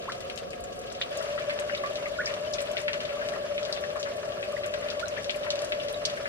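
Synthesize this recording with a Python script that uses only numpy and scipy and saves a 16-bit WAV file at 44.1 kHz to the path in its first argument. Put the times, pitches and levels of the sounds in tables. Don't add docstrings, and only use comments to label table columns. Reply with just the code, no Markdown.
import sys
import numpy as np
from scipy import signal
from scipy.fft import rfft, irfft, next_fast_len
from scipy.io import wavfile
from scipy.ndimage import uniform_filter1d

SR = 44100
rng = np.random.default_rng(int(sys.argv[2]) if len(sys.argv) > 2 else 0)


def dump(signal):
    limited = np.clip(np.atleast_2d(signal).T, -1, 1)
    pcm = np.round(limited * 32767).astype(np.int16)
    wavfile.write(sys.argv[1], SR, pcm)


N = 276948
POOL_S = 1.105

# time_s, level_db
WATER_FLOW = [(0.0, -49.5), (0.5, -53.5), (0.98, -51.5), (1.08, -51), (1.15, -45), (1.5, -48), (3.8, -48.5),
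              (4.13, -49), (5.4, -48.5), (6.28, -47.5)]
# start_s, level_db, centre_hz, width_octaves, spray_share
BIG_DROPS = [(0.12, -38.5, 3060, 0.67, 0.16), (.205, -44.5, 3240, 0.95, 0.2), (0.299, -38.5, 2630, 0.56, 0),
             (.376, -38, 3370, 0.65, 0.23), (0.532, -42.5, 2170, 0.39, 0), (0.901, -48, 4020, 0.32, 0),
             (0.95, -44.5, 3800, 0.58, 0.1), (1.0143, -33, 3100, 0.4, 0.14), (1.023, -35.5, 3080, 0.15, 0),
             (1.204, -39, 1240, 0.33, 0.6), (1.225, -45, 3140, 0.78, 0.4), (1.252, -56, 1700, 0.73, 0.2),
             (1.286, -49, 1760, 0.46, 0.2), (1.378, -35.5, 1940, 0.45, 0.84),
             (1.4958, -31.5, 2080, 0.59, 0.47), (1.589, -35.5, 2120, 0.65, 0.17),
             (1.697, -35, 1790, 0.33, 0.2), (1.736, -37.5, 2260, 0.17, .6), (1.749, -36, 3180, 0.51, 0),
             (1.777, -45, 4130, 0.33, 0), (1.838, -36.5, 1720, 0.36, 0.2), (1.861, -44, 3900, 0.47, 0.3),
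             (1.9561, -37.5, 3370, 0.56, 0.1), (2.058, -36, 2140, 0.15, 0),
             (2.258, -31.5, 5260, 0.13, 0.27), (2.269, -33.5, 2150, 0.18, 0.6),
             (2.292, -37.5, 2210, 0.56, 0.6), (2.339, -39, 2620, 0.73, 0), (2.448, -45, 2810, 0.63, 0.4),
             (2.5359, -34.5, 4870, 0.28, 0.4), (2.5838, -34, 2430, .55, 0.3),
             (2.604, -36.5, 2470, 0.93, .3), (2.672, -42.5, 3100, 0.41, 0),
             (2.769, -29.5, 2570, 0.44, 0.28), (2.784, -42, 2170, 0.45, 0.9), (2.881, -27, 2160, 0.5, 0.13),
             (2.9316, -33.5, 2780, 0.65, 0.1), (2.941, -36.5, 1880, 0.35, 0.3),
             (3.002, -35.5, 2660, 0.6, 1), (3.052, -38.5, 3000, 0.5, 0.1), (3.092, -38, 2300, 0.32, 0.7),
             (3.215, -36.5, 1640, 0.17, 0.1), (3.251, -43, 2220, 0.64, 0.6), (3.287, -38, 2720, 0.83, 0.1),
             (3.333, -51, 2340, 0.64, 0.2), (3.579, -33, 2430, 0.41, 0.1), (3.63, -42, 3800, .5, 0),
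             (3.651, -37.5, 3460, 0.49, 0.2), (3.694, -43, 1820, 0.19, 0.2), (3.726, -32.5, 4420, 0.27, 0),
             (3.744, -43.5, 3930, 0.57, 0.7), (3.764, -38.5, 2750, 0.34, 0.5),
             (3.838, -41, 2160, 0.74, 0.2), (3.903, -44.5, 2830, 0.46, 0), (3.957, -38.5, 1370, 0.29, 0.7),
             (3.997, -41.5, 5860, 0.2, 0.6), (4.029, -36.5, 3600, 0.52, 0.05),
             (4.056, -37, 1390, 0.36, 0.6), (4.32, -44.5, 2900, 0.47, 0.3), (4.4278, -35, 2430, 0.34, 0.35),
             (4.634, -34.5, 2230, 0.43, 0.8), (4.7386, -33.5, 1980, 0.75, 0.13),
             (4.826, -39.5, 1780, 0.23, 0.4), (4.863, -43, 2170, .3, 0.3), (4.886, -38.5, 3020, 0.4, 0.2),
             (4.902, -36.5, 3730, 0.48, 0.14), (4.995, -39.5, 2900, 0.6, 0.2), (5.166, -39, 2490, 0.21, 1),
             (5.244, -39.5, 3550, 0.62, 0), (5.295, -29.5, 2750, 0.38, 0.07), (5.306, -35, 3400, 0.54, 0),
             (5.344, -41, 2400, 0.22, 0.1), (5.433, -39, 2620, 0.44, .5), (5.465, -36.5, 1470, 0.32, .9),
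             (5.5039, -29, 3870, 0.5, 0.08), (5.556, -40, 2760, 0.82, 0), (5.591, -40, 4360, 0.39, 0),
             (5.62, -44, 2920, 0.74, 0), (5.646, -43, 5040, 0.42, 0), (5.721, -29.5, 2350, 0.51, 0.1),
             (5.799, -37.5, 3000, 0.2, 0.4), (5.834, -41, 2580, 0.82, 0.4), (5.884, -39, 3130, 0.64, 0.1),
             (6.052, -28, 4170, 0.47, 0), (6.068, -57, 3870, 0.46, 0.7), (6.098, -36.5, 2940, 0.6, 0.2),
             (6.173, -40.5, 1900, 0.21, 0.1), (6.2565, -32, 1760, 0.34, 0.16)]


def amp(db):
    return 10 ** (np.asarray(db) / 20)


def unit(x):
    return x / np.sqrt(np.mean(x ** 2) + 1e-20)


def curve(points, time_s):
    return np.interp(time_s, *np.transpose(points))


def along(points, hz):
    knots_hz, values = np.transpose(points)
    return np.interp(np.log(hz + 1), np.log(knots_hz + 1), values)


def filtered(x, response):
    size = next_fast_len(N + SR // 2)
    return irfft(rfft(x, size) * response(np.fft.rfftfreq(size, 1 / SR)), size)[..., :N]


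def bandpassed(x, centre_hz, octaves):
    hz = np.fft.rfftfreq(len(x), 1 / SR) + 1
    return irfft(rfft(x) * np.exp(-(np.log2(hz / centre_hz) / octaves) ** 2))


def add(track, start_s, sound):
    part = track[:, max(round(start_s * SR), 0):][:, :sound.shape[1]]
    part += sound[:, :part.shape[1]]


def aim(bearing_deg):
    mid, side = np.cos(np.radians(bearing_deg)), np.sin(np.radians(bearing_deg))
    return np.array([[mid + side], [mid - side]])


def field(bearing_deg, diffuse_db, size=N):
    direct = aim(bearing_deg) * rng.standard_normal(size)
    return unit(direct + amp(diffuse_db) * rng.standard_normal((2, size)))


def echoed(sound, bearing_deg, wall_db, tail_db):
    # frequency_hz, t60_s
    decay_times = [(500, 0.17), (1500, 0.13), (4000, 0.095), (8000, 0.087), (15000, 0.025)]
    hz, t, spectra = signal.stft(field(bearing_deg, diffuse_db=-3, size=SR // 8), SR, nperseg=256)
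    tail = signal.istft(spectra * amp(-60 * t / along(decay_times, hz)[:, None]), SR, nperseg=256)[1]
    tail *= 1 - np.exp(-np.arange(tail.shape[1]) / SR / 0.00033)
    paths = amp(tail_db) * tail / np.linalg.norm(tail) * np.sqrt(2)
    paths[:, :1] += aim(bearing_deg)
    for delay_s, loss_db in [(0.0042, -4), (0.0068, -47)]:
        lag = round(delay_s * np.exp(rng.normal(0, 0.1)) * SR)
        paths[:, lag:lag + 1] += amp(wall_db + loss_db) * aim(bearing_deg + rng.normal(0, 15))
    return signal.fftconvolve(sound[None], paths, axes=1)


def rumble():
    # frequency_hz, density_db
    spectrum = [(12, -39), (30, -3.5), (60, 0), (95, 1), (140, 1), (220, 0), (320, -4.5), (500, -6.5),
                (800, -21.5), (1500, -38.5)]
    # time_s, level_db
    levels = [(0, -49.5), (1.4, -49), (2.2, -48), (3.2, -48), (3.8, -49), (6.28, -47.5)]
    centre = aim(0.58) * rng.standard_normal(N)
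    around = filtered(rng.standard_normal((2, N)),
                      lambda hz: 0.012 + 1.21 * hz ** 2 / (hz ** 2 + 220 ** 2))
    noise = unit(filtered(centre + around, lambda hz: amp(along(spectrum, hz))))
    return amp(curve(levels, np.arange(N) / SR)) * noise


def standing_waves(modes, diffuse_db, evenness=0.68, window_s=0.11):
    def noise(channels):
        return rng.standard_normal((channels, len(hz))) + 1j * rng.standard_normal((channels, len(hz)))

    hz = np.fft.rfftfreq(N, 1 / SR)[:N // 16]
    spectrum, sides = 0, np.array([[0.5], [-0.5]])
    for centre_hz, width_hz, level_db, pan_db, lead_rad in modes:
        resonance = amp(level_db + sides * pan_db) / (1 + (2 * (hz - centre_hz) / width_hz) ** 2)
        coherent = noise(1) * np.exp(-1j * sides * lead_rad)
        spectrum += resonance * (coherent + amp(diffuse_db) * noise(2))
    hum = irfft(spectrum, N)
    running_rms = np.sqrt(np.abs(uniform_filter1d(np.mean(hum ** 2, axis=0), int(window_s * SR))))
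    return unit(hum / running_rms ** evenness)


def hollow_drone(crossfade_s=0.0083):
    # centre_hz, width_hz, relative_db, left_over_right_db, right_lead_rad
    face_modes = [(220, 31, -6.5, 0, 3.5), (390, 52, -4.5, 3.5, 1), (465, 66, -3, 1, -0.8),
                  (552, 65, 3.5, -1.5, -0.7), (649, 29, 3.5, 1.5, 2.5), (691, 34, 2.5, 0, 2.5),
                  (721, 53, 1, 3.5, 2.14), (1137, 36, -7.5, 1, -1.8), (1210, 45, -21, -4, 0),
                  (1286, 77, -13, 6, -1.5), (1636, 53, -13, 0, 0.6)]
    pool_modes = [(377.2, 21.4, -14.5, -6.5, 1.2), (437.5, 54, -15, 7, 1.35), (518, 53, -12.5, 7, -0.5),
                  (573.3, 17.2, 2, 3, 1.07), (593.5, 20.6, 4, 4, 0.87), (632.7, 34, -5, 5, 1.4),
                  (680.4, 35.7, -12, -2, 0.54), (784, 71, -21.5, -1, 1.23), (1141, 38, -15.5, 1, -2),
                  (1205, 45, -22, 2.5, -3), (1451, 53, -28, 3, 2.3), (1685, 270, -26.5, 9.5, -1.5)]
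    # time_s, level_db
    pool_levels = [(1.15, -32.5), (1.6, -32.5), (2.25, -34.5), (2.55, -32.5), (3.08, -34), (3.25, -32),
                   (4.0, -33.5), (4.35, -33.5), (4.6, -32.5), (5.25, -35), (5.6, -31.5), (6.28, -35.5)]
    t = np.arange(N) / SR
    pool_share = np.clip((t - POOL_S) / crossfade_s, 0, 1)
    at_face = amp(-39) * standing_waves(face_modes, diffuse_db=-10.5)
    at_pool = amp(curve(pool_levels, t)) * standing_waves(pool_modes, diffuse_db=-11)
    return np.sqrt(1 - pool_share) * at_face + np.sqrt(pool_share) * at_pool


def trickle(rate_per_s=190, spread_db=4, mean_flight_s=0.044, spots=5):
    # frequency_hz, gain_db
    colour = [(60, -37), (600, -10.5), (1200, -3.5), (2500, -9.5), (5000, -8.5), (8000, -15.5),
              (12000, -15), (16000, -46)]
    out, t = np.zeros((2, N)), np.arange(SR // 100) / SR
    count = int(rate_per_s * N / SR / spots)
    for _ in range(spots):
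        when, pitch, life, size = rng.random((count, 4)).T[:, :, None]
        start_s = when * N / SR
        parent_s = np.array(BIG_DROPS)[(when[::3] * len(BIG_DROPS)).astype(int), 0]
        start_s[::3] = parent_s + mean_flight_s * rng.gamma(2, 0.5, parent_s.shape)
        hz = 1300 * 2 ** (2.6 * pitch)
        decay_cycles = 0.058 * 5 ** (life ** 2)
        gain = amp(spread_db * np.minimum(-np.log(1 - size), 2)) / np.sqrt(decay_cycles)
        pulses = gain * np.sin(2 * np.pi * hz * t * (1 + 20 * t)) * np.exp(-t * hz / decay_cycles)
        index = (start_s * SR).astype(int) + np.arange(len(t))
        stream = np.bincount(index.ravel(), pulses.ravel())
        add(out, 0, echoed(stream, rng.normal(72.4, 41.4), wall_db=4, tail_db=4.5))
    return unit(filtered(out, lambda hz: amp(along(colour, hz))))


def wash(flicker_db=2.5):
    # frequency_hz, density_db
    spectrum = [(500, -80), (900, 0.5), (1200, 4), (1700, -1.5), (2700, 5.5), (4000, -2.5), (5200, -3.5),
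                (7000, -9.5), (10000, -15.5), (13500, -30), (15800, -62)]
    spectra = signal.stft(field(bearing_deg=79.7, diffuse_db=-6.5), nperseg=256)[2]
    patches = uniform_filter1d(rng.standard_normal(spectra.shape[1:]), size=7, axis=0)
    patches = uniform_filter1d(patches, size=6, axis=1)
    noise = signal.istft(spectra * amp(flicker_db * unit(patches)), nperseg=256)[1][:, :N]
    return unit(filtered(noise, lambda hz: amp(along(spectrum, hz))))


def tick(peak_db, centre_hz, decay_s=0.00048, size=512):
    burst = rng.standard_normal(size) * np.exp(-np.arange(size) / SR / decay_s)
    crack = bandpassed(np.roll(burst, size // 16), centre_hz, octaves=0.67)
    crack *= amp(peak_db) / np.abs(crack).max()
    return echoed(crack, rng.normal(74.5, 19.5), wall_db=-4, tail_db=-2.2)


def patter(rate_per_s=20, lowest_hz=4600, level_db=-38, spread_db=7):
    out = np.zeros((2, N))
    for when, pitch, size in rng.random((int(rate_per_s * N / SR), 3)):
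        peak_db = level_db + spread_db * (size - pitch)
        add(out, when * N / SR, tick(peak_db, lowest_hz * 2 ** (1.15 * pitch)))
    return out


def bubble(peak_db, pitch_hz, rise_octaves, life_s, crest_share, bearing_deg, echo_db, linewidth_hz=14):
    age = np.linspace(0, 1, max(int(life_s * SR), 8))
    crest = np.clip(crest_share, 0.02, 0.9)
    attack = np.sin(np.pi / 2 * np.minimum(age / crest, 1)) ** 2
    release = np.clip((1 - age) / (1 - crest), 0, 1) ** 0.91
    wobble = np.cumsum(rng.standard_normal(SR // 10))[:len(age)] * np.sqrt(2 * np.pi * linewidth_hz / SR)
    hz = pitch_hz * 2 ** (rise_octaves * age ** 1.66)
    tone = np.sin(2 * np.pi * np.cumsum(hz) / SR + uniform_filter1d(wobble, size=200))
    ring = amp(peak_db) * attack * release * tone
    return echoed(ring, bearing_deg, wall_db=echo_db - 2.5, tail_db=echo_db)


def big_bubbles():
    # start_s, peak_db, pitch_hz, rise_octaves, life_s, crest_share, bearing_deg
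    trapped_air = [(0.074, -28, 826, 1.52, 0.029, 0.65, 2), (1.0126, -23.5, 1400, 1.66, 0.0027, 0.43, -4),
                   (1.0161, -20.5, 3220, 0.56, 0.0035, 0.5, -25), (1.378, -31, 1290, 0.2, .0055, .15, -4),
                   (1.417, -42, 2290, .12, .014, .2, 10), (1.695, -27.5, 1520, .21, 0.0061, .15, 55),
                   (1.723, -35, 2870, 0.072, 0.011, .1, 40), (1.776, -32.5, 3650, 0.19, .0066, .1, -6),
                   (1.798, -36, 2040, 0.28, .008, .15, 62), (1.8346, -26.5, 1148, 0.021, 0.035, 0.16, -24),
                   (2.1859, -23.5, 1368, 0.89, 0.035, 0.14, -10), (2.47, -38.5, 3040, .07, 0.01, .1, 3),
                   (2.533, -28, 4520, 0.92, .0077, 0.49, 21), (3.337, -27, 1790, 0.22, 0.0062, .15, 46),
                   (3.839, -25, 1750, 0.15, 0.0043, 0.068, 48), (3.957, -31, 1066, 0.66, 0.013, 0.29, 40),
                   (4.527, -33, 1150, 0.18, 0.0083, 0.34, -30), (4.566, -31, 1950, 0.15, .007, 0.22, -29),
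                   (5.026, -30.5, 1382, 0.27, 0.024, 0.15, -23),
                   (5.057, -32.5, 3980, 0.085, 0.0048, .1, 43), (5.082, -29.5, 5380, 0.59, .0032, .3, 34),
                   (5.172, -31, 1666, 0.65, 0.02, 0.28, 40), (5.462, -37, 857, 0.78, .014, 0.35, 30),
                   (5.558, -39, 2700, 0.089, 0.0077, .1, 15), (5.943, -31, 3770, 0.11, 0.0076, .1, -35),
                   (6.054, -22, 4130, 1.3, 0.0065, 0.23, -10)]
    out = np.zeros((2, N))
    for start_s, *settings in trapped_air:
        add(out, start_s, bubble(*settings, echo_db=-5))
    return out


def impact(centre_hz, octaves, glide_s_per_octave=0.000466, size=512):
    hz = np.fft.rfftfreq(size, 1 / SR) + 1
    octaves_above = np.log2(hz / centre_hz)
    slap = np.exp(-(octaves_above / (1.5 * octaves)) ** 2)
    bubble_hz = centre_hz * 2 ** (0.5 * octaves * rng.standard_normal())
    ring = 1 + amp(-9) / (1 + 1j * (hz - bubble_hz) / (0.0059 * bubble_hz))
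    snap = amp(-34) * (2 * octaves) ** 2 / (1 + (hz / 8500) ** 4) / (1 + (1100 / hz) ** 4)
    group_delay_s = glide_s_per_octave * np.clip(octaves_above + 1.5, 0, 4)
    phase = 2 * np.pi * np.cumsum(group_delay_s) * SR / size
    pulse = irfft((slap * ring + snap) * np.exp(-1j * phase))
    return unit(pulse[None, :size * 3 // 4])


def churn(centre_hz, rise_s=0.0019, decay_s=0.027, size=4096):
    t = np.arange(size) / SR
    fizz = bandpassed(rng.standard_normal(size), centre_hz, octaves=0.97)
    fizz *= (1 - np.exp(-t / rise_s)) * np.exp(-t / decay_s)
    return fizz[None] / np.linalg.norm(fizz)


def splash(level_db, centre_hz, octaves, spray_share, mean_delay_s=0.007, droplets=9):
    share = np.clip(spray_share, 0.05, 0.95)
    sound = np.zeros((1, SR // 12))
    add(sound, 0, np.sqrt(1 - share) * impact(centre_hz, octaves))
    delays_s = rng.gamma(2, mean_delay_s / 2, droplets)
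    pitches_hz = centre_hz * 2 ** rng.normal(0, 0.21, droplets)
    gains = unit(rng.standard_normal(droplets)) * np.sqrt(share / droplets)
    for delay_s, pitch_hz, gain in zip(delays_s, pitches_hz, gains):
        add(sound, delay_s, gain * impact(pitch_hz, 1.25 * octaves))
    add(sound, 0, amp(-1) * np.sqrt(share) * np.linalg.norm(sound) * churn(0.83 * centre_hz))
    sound *= amp(level_db) * np.sqrt(0.012 * SR) / np.linalg.norm(sound)
    return echoed(sound[0], rng.normal(71, 5.8), wall_db=-4, tail_db=-3)


def big_drops():
    out = np.zeros((2, N))
    for start_s, *settings in BIG_DROPS:
        add(out, start_s, splash(*settings))
    return out


def clear_ticks():
    # start_s, peak_db, centre_hz
    droplets = [(.359, -30, 7200), (.606, -39, 8500), (0.639, -28, 6900), (0.791, -30, 7500),
                (1.1725, -21.5, 7600), (1.227, -31, 7450), (1.597, -24, 7240), (1.8991, -37, 9000),
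                (2.5257, -32, 6460), (2.617, -27, 8100), (2.7152, -29, 7300), (2.79, -35, 9500),
                (2.815, -30, 7000), (3.0051, -33, 7500), (3.724, -32, 7440), (3.996, -34, 6200),
                (4.03, -33, 5500), (4.5221, -31, 7500), (4.6608, -23, 8400), (4.884, -37, 8000),
                (4.995, -29, 7500), (5.0823, -28, 7400), (5.233, -30, 6500), (5.3607, -30, 7800),
                (5.6171, -25, 8200), (5.6464, -29, 7000), (5.9265, -32, 8300), (6.055, -24, 7500)]
    out = np.zeros((2, N))
    for start_s, peak_db, centre_hz in droplets:
        add(out, start_s, tick(peak_db, centre_hz))
    return out


def thuds(rise_s=0.0093):
    # start_s, envelope_peak_db, pitch_hz
    bumps = [(.616, -43, 51.3), (.775, -57, 44.4)]
    out, t = np.zeros((2, N)), np.arange(SR // 5) / SR
    envelope = t / rise_s * np.exp(1 - t / rise_s)
    for start_s, peak_db, pitch_hz in bumps:
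        add(out, start_s, aim(0) * amp(peak_db) * envelope * np.sin(2 * np.pi * pitch_hz * t))
    return out


def gurgle(over_flow_db=1, spread_db=5, lowest_hz=1100, range_octaves=1.94, cycles=14, count=170):
    out = np.zeros((2, N))
    for when, pitch, size, rise, place in rng.random((count, 5)):
        start_s = POOL_S + when * (N / SR - POOL_S)
        pitch_hz = lowest_hz * 2 ** (range_octaves * pitch)
        peak_db = curve(WATER_FLOW, start_s) + over_flow_db + spread_db * (size - pitch / 2)
        add(out, start_s, bubble(peak_db, pitch_hz, rise_octaves=0.31 * rise, life_s=cycles / pitch_hz,
                                 crest_share=0.19, bearing_deg=90 * place, echo_db=0.5))
    return out


def scene():
    flow = amp(curve(WATER_FLOW, np.arange(N) / SR))
    running_water = flow * (amp(1) * trickle() + amp(4.5) * wash())
    background = hollow_drone() + rumble() + thuds()
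    return running_water + background + big_drops() + big_bubbles() + clear_ticks() + gurgle() + patter()


def record(dry, cutoff_hz=15300):
    return filtered(dry, lambda hz: hz < cutoff_hz)


dry = scene()
out = record(dry)
dump(out)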